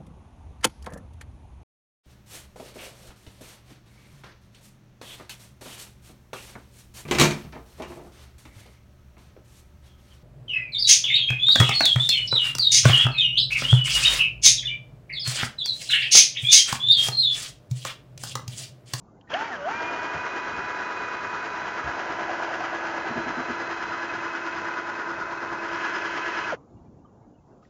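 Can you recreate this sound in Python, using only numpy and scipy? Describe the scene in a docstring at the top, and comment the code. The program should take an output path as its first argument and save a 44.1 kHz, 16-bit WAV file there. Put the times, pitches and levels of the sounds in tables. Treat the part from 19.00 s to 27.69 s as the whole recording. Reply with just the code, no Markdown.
"""On a calm lake, a cordless drill in a kayak spins a propeller shaft, heard from the paddler's head as it turns about.
The trigger is squeezed, eased, held and let go. Motor and two planetary stages (36 motor turns to one shaft turn)
sing as sines at whole multiples of the shaft speed, over noise and tooth knocks that throb once a turn.
The propeller gurgles in rising blips; filtered noise laps as the lake, faint glides whistle as birds, and
damped sines make the thuds, clicks and ticks."""
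import sys
import numpy as np
from scipy import signal
from scipy.io import wavfile
from scipy.ndimage import uniform_filter1d

SR = 44100
rng = np.random.default_rng(int(sys.argv[2]) if len(sys.argv) > 2 else 0)


def master_out(mix):
    """Clip the mix to full scale and print it as 16-bit PCM to the path in sys.argv[1]."""
    frames = np.transpose(np.atleast_2d(mix))
    ceiling = np.clip(frames, -1, 1)
    pcm = np.round(ceiling * 32767).astype(np.int16)
    wavfile.write(sys.argv[1], SR, pcm)


N = 383312

GEARING = 36  # motor turns to one shaft turn
# gears start to turn, slack is taken up, braking begins, the drill's sound dies away [s]
START_S, BITE_S, BRAKE_S, STOP_S = 0.3053, 0.3375, 7.49, 7.548
RISE_DB_PER_S = 1306
# motor speed, squeezed, eased, squeezed again, held and braked: (time [s], speed [Hz])
MOTOR_SPEED = [(.29, 130), (.33, 170), (.35, 231), (.37, 272), (.41, 296), (.45, 311), (.47, 313.5),
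               (.51, 264), (.54, 228), (.57, 200), (.61, 188), (.65, 196), (.68, 245), (.7, 284),
               (.72, 302), (.76, 318), (.9, 325), (1.3, 329.8), (2.5, 331.1), (3.5, 334.3), (4.9, 337.4),
               (6.5, 338.1), (7.49, 338.1), (7.512, 297), (7.522, 251), (7.534, 187), (7.545, 146),
               (7.58, 99)]
# share of the treble control felt at each frequency: (frequency [Hz], share [1])
TREBLE_SHARE = [(1500, 0.29), (2500, 1), (3200, 1.6), (3650, 0.49), (5000, 0.9), (6000, 0.76), (7600, 0.64)]
# what reaches the microphone as the head turns: (time [s], whole drill [dB], treble [dB], hollow body tone [dB],
# magnetic whine [dB], rotor hum [dB], first-stage mesh [dB])
HEAD_TURNS = [(.3, 3, 9, 4, -37.5, -55, -56), (.35, -0.5, 9.5, 1, -39, -48, -33),
              (.375, -.5, 5.5, 2.5, -38, -50, -58), (.42, -1, 4, 2, -38.5, -49, -52),
              (.45, -2.5, 6, 3, -42.5, -49.5, -40), (.5, -.5, 3, 1, -37, -50, -50),
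              (.545, 0, 2.5, 1, -36, -52, -23), (.6, 0.5, 2, 0.5, -34, -55, -42),
              (.65, .5, 1.5, 0, -37, -55, -33), (.69, 1, 1.5, -1, -38, -55.5, -58),
              (.74, 0, 3.5, 0.5, -45.5, -56, -36.5), (.85, -1, 3.5, 6.5, -39.5, -45, -41),
              (1.3, 1, 0.5, 0, -40.5, -61, -43), (2.4, 2, -1.5, -2, -41, -58, -44.5),
              (3.0, 1, 1, 4, -43, -46.5, -50.5), (3.5, 0.5, 2, 4, -45.5, -43, -55),
              (4.3, 0.5, 1, 2, -48, -44.5, -52.5), (5.5, 0.5, 0.5, -3, -42.5, -43.5, -48.5),
              (6.3, 1, -3.5, -2.5, -44, -44.5, -55), (6.6, 1, -2, -2.5, -44, -43, -51),
              (6.76, 1, 3, -2.5, -44, -42, -51), (7.44, 0.5, 5, -4, -44, -43.5, -45.5),
              (7.5, 1, 1.5, -3.5, -45, -46, -53), (7.55, 4, 5.5, 1, -37, -48, -52)]


def gain_of(db):
    """Level: 20 dB is a tenfold amplitude."""
    return 10 ** (np.asarray(db) / 20)


def evened(x):
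    """Normalization: scales a signal to rms 1."""
    return x / np.sqrt(np.mean(x ** 2) + 1e-20)


def read(points, hz):
    """Spectral interpolation: reads a curve on a log-frequency axis."""
    f, value = np.transpose(points)
    return np.interp(np.log(hz + 1), np.log(f + 1), value)


def curves(rows, t):
    """Linear interpolation: every column of a table against time."""
    s, *columns = np.transpose(rows)
    return [np.interp(t, s, column) for column in columns]


def slow(rate_hz):
    """Low-passed noise: a smooth random curve of rms 1, cut off at rate_hz."""
    steps = np.arange(0, N + 200, 100)
    b, a = signal.butter(2, rate_hz, fs=SR / 100)
    smooth = evened(signal.lfilter(b, a, rng.standard_normal(len(steps))))
    return np.interp(np.arange(N), steps, smooth)


def coloured(x, field_db):
    """Time-varying filtering: applies a gain over frequency and time to the short-time spectrum."""
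    hz, t, z = signal.stft(x, SR, nperseg=512, noverlap=384)
    shaped = z * gain_of(field_db(hz[:, None], t))
    return signal.istft(shaped, SR, nperseg=512, noverlap=384)[1][:N]


def placed(sound, s):
    """Time shift: sets a short sound at s seconds in silence."""
    return np.pad(sound, (round(s * SR), N))[:N]


def lake():
    """Broadband water noise: far low rumble and lapping in drifting patches, swelling around the stop as the wake."""
    # spectrum of the water: (frequency [Hz], relative level [dB per Hz])
    water_spectrum = [(20, -27.5), (50, -7.5), (100, -2.5), (200, -5.5), (300, -6.5), (480, -15.5),
                      (770, -15.5), (1100, -22), (1550, -33), (1850, -44.5), (3000, -47.5), (4700, -48),
                      (6800, -43), (7600, -49)]
    lake_db, wake_db, wake_s = -53, 3.5, .35

    def field_db(hz, t):
        patches = rng.standard_normal((len(hz), len(t)))
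        patches = uniform_filter1d(patches, 35, 1)  # along time
        patches = uniform_filter1d(patches, 4, 0)  # along frequency
        depth_db = np.where(hz < 2000, 2.6, 1.2)
        return read(water_spectrum, hz) + depth_db * evened(patches)
    after = np.arange(N) / SR - STOP_S
    swell_db = wake_db * np.exp(-abs(after) / wake_s)
    water = evened(coloured(rng.standard_normal(N), field_db))
    return gain_of(lake_db + swell_db + .7 * slow(6)) * water


def birds():
    """Frequency modulation: faint short gliding whistles from the far shore, scattered at random or set singly."""
    # the clearest whistles: (time [s], length [s], level [dB], middle frequency [Hz], glide [Hz per s])
    clear_whistles = [(.045, .025, -80, 4330, 0), (.162, .03, -74, 2050, 0), (.265, .035, -77, 3950, 0),
                      (7.755, .05, -78, 2820, 1200), (7.83, .04, -77, 1960, -800),
                      (7.845, .05, -81, 2370, -600), (8.045, .035, -79, 3070, -1500),
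                      (8.085, .03, -81, 2800, -1500), (8.2, .07, -81, 2150, 300),
                      (8.325, .055, -77, 2880, -400), (8.37, .04, -79, 2630, -500)]
    birds_db, birds_per_s = -90, 30
    scattered, t = np.zeros(N), np.arange(0, .045, 1 / SR)
    for pitch, glide, size in rng.random((40, 3)):
        hz = 1600 + 1300 * pitch ** 1.1
        chirp = np.sin(2 * np.pi * hz * t * (1 + 1.7 * (glide - .6) * t)) * np.hanning(len(t))
        onsets = rng.random(N) < birds_per_s / 40 / SR
        scattered += signal.oaconvolve(onsets, chirp * gain_of(9 * size))[:N]
    out = gain_of(birds_db) * scattered
    for s, length, db, hz, glide in clear_whistles:
        t = np.arange(0, length, 1 / SR)
        chirp = np.sin(2 * np.pi * (hz + glide * (t - length) / 2) * t) * np.hanning(len(t))
        waver = 1 + .6 * evened(uniform_filter1d(rng.standard_normal(len(t)), 150))
        out += placed(gain_of(db) * chirp * waver, s)
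    return out


def rub():
    """Friction noise: a soft wide-band brush of glove on plastic."""
    start_s, rise_s, level_db = 8.615, .03, -72
    u = np.maximum(np.arange(N) / SR - start_s, 0) / rise_s
    b, a = signal.butter(1, [1200, 5000], "band", fs=SR)
    brush = evened(signal.lfilter(b, a, rng.standard_normal(N)))
    return gain_of(level_db) * u * np.exp(1 - u) * brush


def bumps():
    """Impact on a resonant hull: dull thuds of a ring and noise over a deeper boom, rising fast and falling slower."""
    # shaft and drill bumping the hull, and jolts of the head:
    # (time [s], level before the envelope [dB], time scale [s], ring frequency [Hz])
    hull_bumps = [(1.14, -35, 0.062, 85), (1.145, -36, .05, 160), (2.835, -34, 0.09, 65),
                  (2.84, -35, .07, 130), (3.089, -35, 0.045, 290), (4.088, -28, 0.055, 235),
                  (4.154, -23.5, 0.06, 240), (4.185, -30, .06, 335), (4.255, -29.5, 0.06, 245),
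                  (4.285, -32, .05, 320), (4.368, -25.5, 0.055, 250), (4.485, -25.5, 0.058, 245)]
    out = np.zeros(N)
    for s, db, length, hz in hull_bumps:
        u = np.arange(0, .25, 1 / SR) / length
        thud = np.sin(2 * np.pi * hz * length * u)
        # noise around the ring, then the boom
        for low_hz, high_hz, share in [(.55 * hz, 1.5 * hz, .4), (60, 190, .2)]:
            sos = signal.butter(2, [low_hz, high_hz], "band", fs=SR, output="sos")
            noise = signal.sosfilt(sos, rng.standard_normal(2 * len(u)))
            thud = thud + share * evened(noise[len(u):])  # the filter has settled
        envelope = u * np.exp(1 - (2.0 * u) ** 2)
        out += placed(gain_of(db) * thud * envelope, s)
    return out


def damped_rings(rows, rough):
    """Damped free vibration: short decaying sines with a noisy strength."""
    out, t = np.zeros(N), np.arange(0, .3, 1 / SR)
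    for s, db, hz, t60 in rows:
        span = int(SR / hz * 2)  # two periods
        noise = uniform_filter1d(rng.standard_normal(len(t)), span)
        wobble = 1 + rough * evened(uniform_filter1d(noise, span))
        envelope = gain_of(db - 60 * t / t60) * (1 - np.exp(-t * hz / 3)) ** 2
        out += placed(envelope * wobble * np.sin(2 * np.pi * hz * t), s)
    return out


def clicks_and_taps():
    """Modal impact response: trigger clicks excite five modes; ticks of gear slack, grip and water drips excite
    one each."""
    # modes of the trigger: (frequency [Hz], relative level [dB], t60 [s])
    trigger_modes = [(1710, -10, 0.027), (2890, -0.5, 0.027), (3150, 0.5, 0.024), (4520, -14, .018),
                     (5900, -18, 0.016)]
    # trigger clicks: (time [s], level before the envelope [dB])
    trigger_clicks = [(.21, -49), (0.338, -20.5)]
    # ticks of gear slack, grip and water drips: (time [s], level before the envelope [dB], frequency [Hz], t60
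    # [s])
    single_taps = [(.08, -50, 1190, .07), (.24, -62, 1490, 0.18), (0.273, -46, 1850, 0.069),
                   (0.317, -24, 1618, 0.05), (.298, -41, 3250, .03), (.316, -37, 3300, .02),
                   (.323, -35, 2950, .025), (.33, -33, 1480, .05), (0.338, -23.5, 2230, 0.031),
                   (7.523, -27, 1420, .05), (8.045, -46.5, 1190, .07), (8.624, -50, 1250, .08),
                   (8.63, -48, 700, .05), (8.649, -56, 1900, 0.044), (8.648, -67, 2550, .04),
                   (8.65, -72, 4900, .04), (8.652, -73, 5800, .03)]
    clicks = [(s, db + mode_db, hz, t60) for s, db in trigger_clicks for hz, mode_db, t60 in trigger_modes]
    return damped_rings(clicks + single_taps, rough=0.55)


def shaft():
    """Rotation as integrated speed: shaft angle in turns, plain and unsteady, as the load slows it once a turn."""
    turns = np.cumsum(curves(MOTOR_SPEED, np.arange(N) / SR)[0]) / SR / GEARING
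    turns = turns - turns[round(1.107 * SR)]  # sets the zero of the angle
    return turns, turns + 0.0005 * np.sin(2 * np.pi * turns) + .0004 * slow(6.9)


def throb(turns, depth_db, lag, alternate=0, planets=0):
    """Amplitude modulation by rotation: the bent shaft loads the gears once a turn, less so twice a turn."""
    angle = 2 * np.pi * (turns - lag)
    shape = np.cos(angle) + 0.5 * np.cos(2 * angle)
    shape = shape + planets * np.cos(3 * angle)  # three planets pass
    shape = shape + alternate * np.cos(angle / 2)  # every other turn differs
    return evened(gain_of(depth_db * shape))


def gurgle(turns):
    """Bubble resonance: bubbles pulled under by the blades, each a short rising blip, bunched once a turn."""
    # the propeller churning near the surface: (time [s], gurgle level [dB])
    churn = [(.7, -58), (1.0, -59), (1.4, -56), (2.7, -52.5), (3.0, -40), (3.3, -37), (3.9, -37.5),
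             (4.15, -41), (4.4, -43), (5.0, -47.5), (7.4, -52.5), (7.5, -70.5)]
    out, t = np.zeros(N), np.arange(0, .04, 1 / SR)
    rate = 700 * throb(turns, depth_db=5.5, lag=.15, planets=.4)  # bubbles per second
    for pitch, size in rng.random((30, 2)):
        hz = 580 * 1.7 ** pitch
        blip = np.sin(2 * np.pi * hz * t * (1 + 3.0 * t)) * t * np.exp(-t * hz / 2.2)
        onsets = rng.random(N) < rate / 30 / SR
        out += signal.oaconvolve(onsets, evened(blip) * gain_of(6.7 * size))[:N]
    return gain_of(curves(churn, np.arange(N) / SR)[0]) * evened(out)


def motor(t):
    """Torque balance: speed [Hz], torque [dB] from water drag and speeding up or braking, on-off envelope [dB]."""
    inertia_hz_per_s = 650  # speeding up at this rate doubles the torque
    ripple = 0.43  # torque ripple that never goes
    fall_db_per_s = 1153
    hz = curves(MOTOR_SPEED, t)[0]
    gaining = uniform_filter1d(np.gradient(hz, t), size=700)
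    torque = np.hypot(1 + gaining / inertia_hz_per_s, ripple) / np.hypot(1, ripple)
    running_db = np.minimum(RISE_DB_PER_S * (t - START_S), fall_db_per_s * (STOP_S - t))
    return hz, 20 * np.log10(torque), np.minimum(0, running_db)


def housing_db(hz):
    """Resonant radiation: how well the plastic housing radiates each frequency."""
    # broad radiation: (frequency [Hz], relative level [dB per Hz])
    housing_spectrum = [(35, -49), (60, -25), (268, -9), (334, -0.5), (511, -7), (678, -8.5), (864, -8),
                        (976, -6.5), (1100, -3.5), (1490, 3), (1800, -2), (2280, -12), (2520, -11),
                        (3560, -21.5), (6140, -24), (7200, -30.5), (7510, -39.5), (9760, -71),
                        (16500, -120)]
    # housing resonances: (frequency [Hz], width [Hz], height [dB])
    shell_modes = [(700, 61, 8), (928, 97, 10), (1280, 180, 0), (3130, 260, 2.5), (1710, 220, -3.5), ]
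    peaks_db = sum(db / (1 + (2 * (hz - f) / width) ** 2) for f, width, db in shell_modes)
    return read(housing_spectrum, hz) + peaks_db


def chatter(turns):
    """Source and filter: tooth knocks, some recurring every second turn, and brush hiss ring the housing."""
    # share of the body control felt at each frequency: (frequency [Hz], share [1])
    body_share = [(380, 0.17), (540, 0.47), (680, 0.97), (950, 0.041), (1090, 0)]
    slots = 4800  # angular slots in two turns
    worn = gain_of(2.93 * rng.exponential(1, slots)) * (rng.random(slots) < .2)
    slot = np.floor(turns / 2 * slots).astype(int)
    repeated = worn[slot % slots] * (np.diff(slot, prepend=slot[0]) > 0)
    knocks = gain_of(3.7 * np.minimum(rng.exponential(1, N), 4)) * (rng.random(N) < 900 / SR)
    hiss = 1.03 * rng.standard_normal(N)
    drive = hiss + 0.5 * evened(knocks) + 0.37 * evened(repeated)
    drive = drive * throb(turns, depth_db=1.4, lag=.42) * gain_of(.45 * slow(20))

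    def field_db(hz, t):
        _, treble_db, body_db, *_ = curves(HEAD_TURNS, t)
        return housing_db(hz) + read(TREBLE_SHARE, hz) * treble_db + read(body_share, hz) * body_db
    return evened(coloured(drive, field_db))


def tone(angle, order, waver_db, rate_hz):
    """Order of rotation: a sine at a multiple of the shaft speed, rms 1, wavering in strength."""
    strength = np.sqrt(2) * evened(gain_of(waver_db * slow(rate_hz)))
    return strength * np.sin(2 * np.pi * (order * angle + rng.random()))


def whine(t, angle, hz, torque_db, whine_db):
    """Magnetic force on the motor: a tone at three times its speed that follows torque and housing resonance."""
    coast_s, grip_s = 0.034, 0.02  # the current is cut, then the brake grips for a moment
    coasting = np.clip(np.minimum(t - BRAKE_S, BRAKE_S + coast_s - t) / 0.0057, 0, 1)
    loaded_db = torque_db + np.minimum(0, RISE_DB_PER_S * (t - BITE_S))
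    loaded_db = loaded_db - 25 * coasting + 0.52 * (housing_db(3 * hz) - housing_db(3 * hz.max()))
    loaded_db = loaded_db - 2500 * np.maximum(t - BRAKE_S - coast_s - grip_s, 0)
    waver_db = np.interp(t, [2.0, 4.5], [.5, 2.5])
    return gain_of(whine_db + loaded_db) * tone(angle, order=108, waver_db=waver_db, rate_hz=28)


def rotor_hum(turns, angle, hum_db):
    """Once-per-revolution vibration: a tone at the motor speed, throbbing with the shaft."""
    return gain_of(hum_db) * throb(turns, depth_db=2.5, lag=0.4) * tone(angle, order=36, waver_db=1.5, rate_hz=41)


def mesh_tone(t, turns, angle, torque_db, slack, mesh_db):
    """Planetary sideband: the planets carry the mesh point round, which shifts the tone one order up."""
    depth_db = np.interp(t, [2.0, 5.0], [1.0, 3.9])  # it beats harder as the run goes on
    beat = throb(turns, depth_db=depth_db, lag=.99, alternate=.35, planets=1.2)
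    waver_db = np.interp(t, [2.5, 4.5], [2.8, 1.2])
    level_db = mesh_db + 0.44 * torque_db - 15 * slack
    return gain_of(level_db) * beat * tone(angle, order=271, waver_db=waver_db, rate_hz=31)


def gear_tones(t, turns, angle, hz, slack, level_db, treble_db):
    """Harmonic series of the gear train: each gliding tone swells as it crosses a resonance of the housing."""
    # tones of the gear train: [multiple of the shaft speed]
    orders = [12, 43, 46, 60, 66, 70, 76, 90, 104, 111, 126, 135, 146, 155, 160, 165, 180, 186, 216, 235,
              432, 540]
    # one row a tone: (level [dB], relative throb depth [dB], loudest at [turns],
    # change from start to end of the run [dB], gain per unit of lost speed [dB])
    tone_levels = [(-65.5, 0.7, 0.68, -2.5, -5.5), (-63, 1.5, 0.72, -5, -3.5), (-57, 3, 0.73, 0.5, -5),
                   (-60, -3, 0.38, 6, -1), (-58.5, 6, 0.087, 6, -3.5), (-54.5, 2.5, 0.075, 0.5, 2.5),
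                   (-59, 3, 0.38, -9, 2.5), (-55, 1, 0.4, -3.5, 0), (-49.5, -1, 0.88, 6.5, -5.5),
                   (-54, -1.5, 0.22, 11, 5.5), (-57, 2, .4, -2, 0), (-48.5, 0.6, 0.55, 1.5, -3),
                   (-52, -4, 0.53, 1, -2.5), (-45.5, 4.5, .48, 0, 0), (-65.5, 2.5, 0.35, 6.5, 2.5),
                   (-45.5, 2.5, 0.1, 2, -8), (-44.5, 4, .34, 5, 5), (-63, 1.5, 0.32, 8.5, 1),
                   (-50.5, 0, 0.51, 0, 3.5), (-58.5, -1, 0.33, -5, 6.5), (-63, 1.0, .1, 0, -25),
                   (-64, 4, .36, 5, 21), ]
    # rise and fall of a gear tone and three motor overtones:
    # (time [s], order 155 [dB], fifth [dB], twelfth [dB], fifteenth [dB])
    overtone_swells = [(.43, 0, 4, 0, 0), (.485, -4, 0, 0, 5), (.525, -4, 0, 0, -16), (.555, -4, 0, 0, 6),
                       (.6, -4, 0, 0, -4), (.65, -4, 0, 0, 7), (.69, -2, 3, 0, -8), (.73, 0, 5, -6, 0),
                       (.9, -6, 4, -12, 0), (1.3, -6, 3, 3, -2), (2.7, -8, -2, 3, 0), (3.0, -5, 1, 0, 1),
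                       (3.6, 0, 2.5, -10, 0), (4.2, -7, 2, 5, -3), (4.7, -6, -1, 5, 1), (5.3, 2, -1, 0, 2),
                       (6.2, 4, -8, -10, -2), (6.9, -1, 1, -1, 2), (7.3, -5, 0, 1, -4)]
    eased = slack * np.clip((t - .4) / .08, 0, 1)
    late = np.clip((t - 4.2) / 6, -.5, .5)
    wear = np.interp(t, [3.5, 5.0], [.5, 1.1])  # the throb deepens as the run goes on
    swells_db = dict(zip((155, 180, 432, 540), curves(overtone_swells, t)))
    out = np.zeros(N)
    for order, (db, throb_db, lag, change_db, eased_db) in zip(orders, tone_levels):
        coarse_hz = hz[::64] * order / GEARING
        top_hz = coarse_hz.max()
        glide_db = np.repeat(housing_db(coarse_hz) - housing_db(top_hz), 64)[:N]
        heard_db = db + level_db + read(TREBLE_SHARE, top_hz) * treble_db + 0.65 * glide_db
        heard_db = heard_db + change_db * late + eased_db * eased
        heard_db = heard_db + 6 * eased * slow(30)  # unsteady below full speed
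        heard_db = heard_db + swells_db.get(order, 0)
        gain = gain_of(heard_db) * throb(turns, throb_db * wear, lag)
        out += gain * tone(angle, order=order, waver_db=1.4, rate_hz=4.2)
    return out


def drill():
    """Superposition: chatter, propeller gurgle, whine, rotor hum, mesh tone and lesser gear tones of one rotation."""
    chatter_db, speed_db_per_octave = -33, 8
    strain_share = 0.12  # share of the torque in dB
    t = np.arange(N) / SR
    turns, angle = shaft()
    hz, torque_db, running_db = motor(t)
    level_db, treble_db, _, whine_db, hum_db, mesh_db = curves(HEAD_TURNS, t)
    # chatter and gear tones grow with speed and torque
    level_db = level_db + speed_db_per_octave * np.log2(hz / hz.max()) + strain_share * torque_db
    slack = (1 - hz / hz.max()) * (t < BRAKE_S)  # how far below full speed before the brake
    out = gain_of(chatter_db + level_db) * chatter(turns)
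    out += gurgle(turns)
    out += whine(t, angle, hz, torque_db, whine_db)
    out += rotor_hum(turns, angle, hum_db)
    out += mesh_tone(t, turns, angle, torque_db, slack, mesh_db)
    out += gear_tones(t, turns, angle, hz, slack, level_db, treble_db)
    return out * gain_of(np.maximum(running_db, -200))


def scene():
    """Superposition: the pressures of all sources add at one microphone."""
    return (lake() + birds() + rub() + bumps() + clicks_and_taps() + drill())[None]


def record(dry):
    """Band-limiting: the microphone's bass roll-off, an upper edge and the recorder's faint noise floor."""
    edge_hz = 7560
    b, a = signal.butter(2, 42.0, "high", fs=SR)
    edge = signal.firwin(401, edge_hz, window=("kaiser", 9), fs=SR)[None]
    limited = signal.oaconvolve(signal.lfilter(b, a, dry), edge, "same")
    return limited + gain_of(-99) * rng.standard_normal(dry.shape)


dry = scene()
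out = record(dry)
master_out(out)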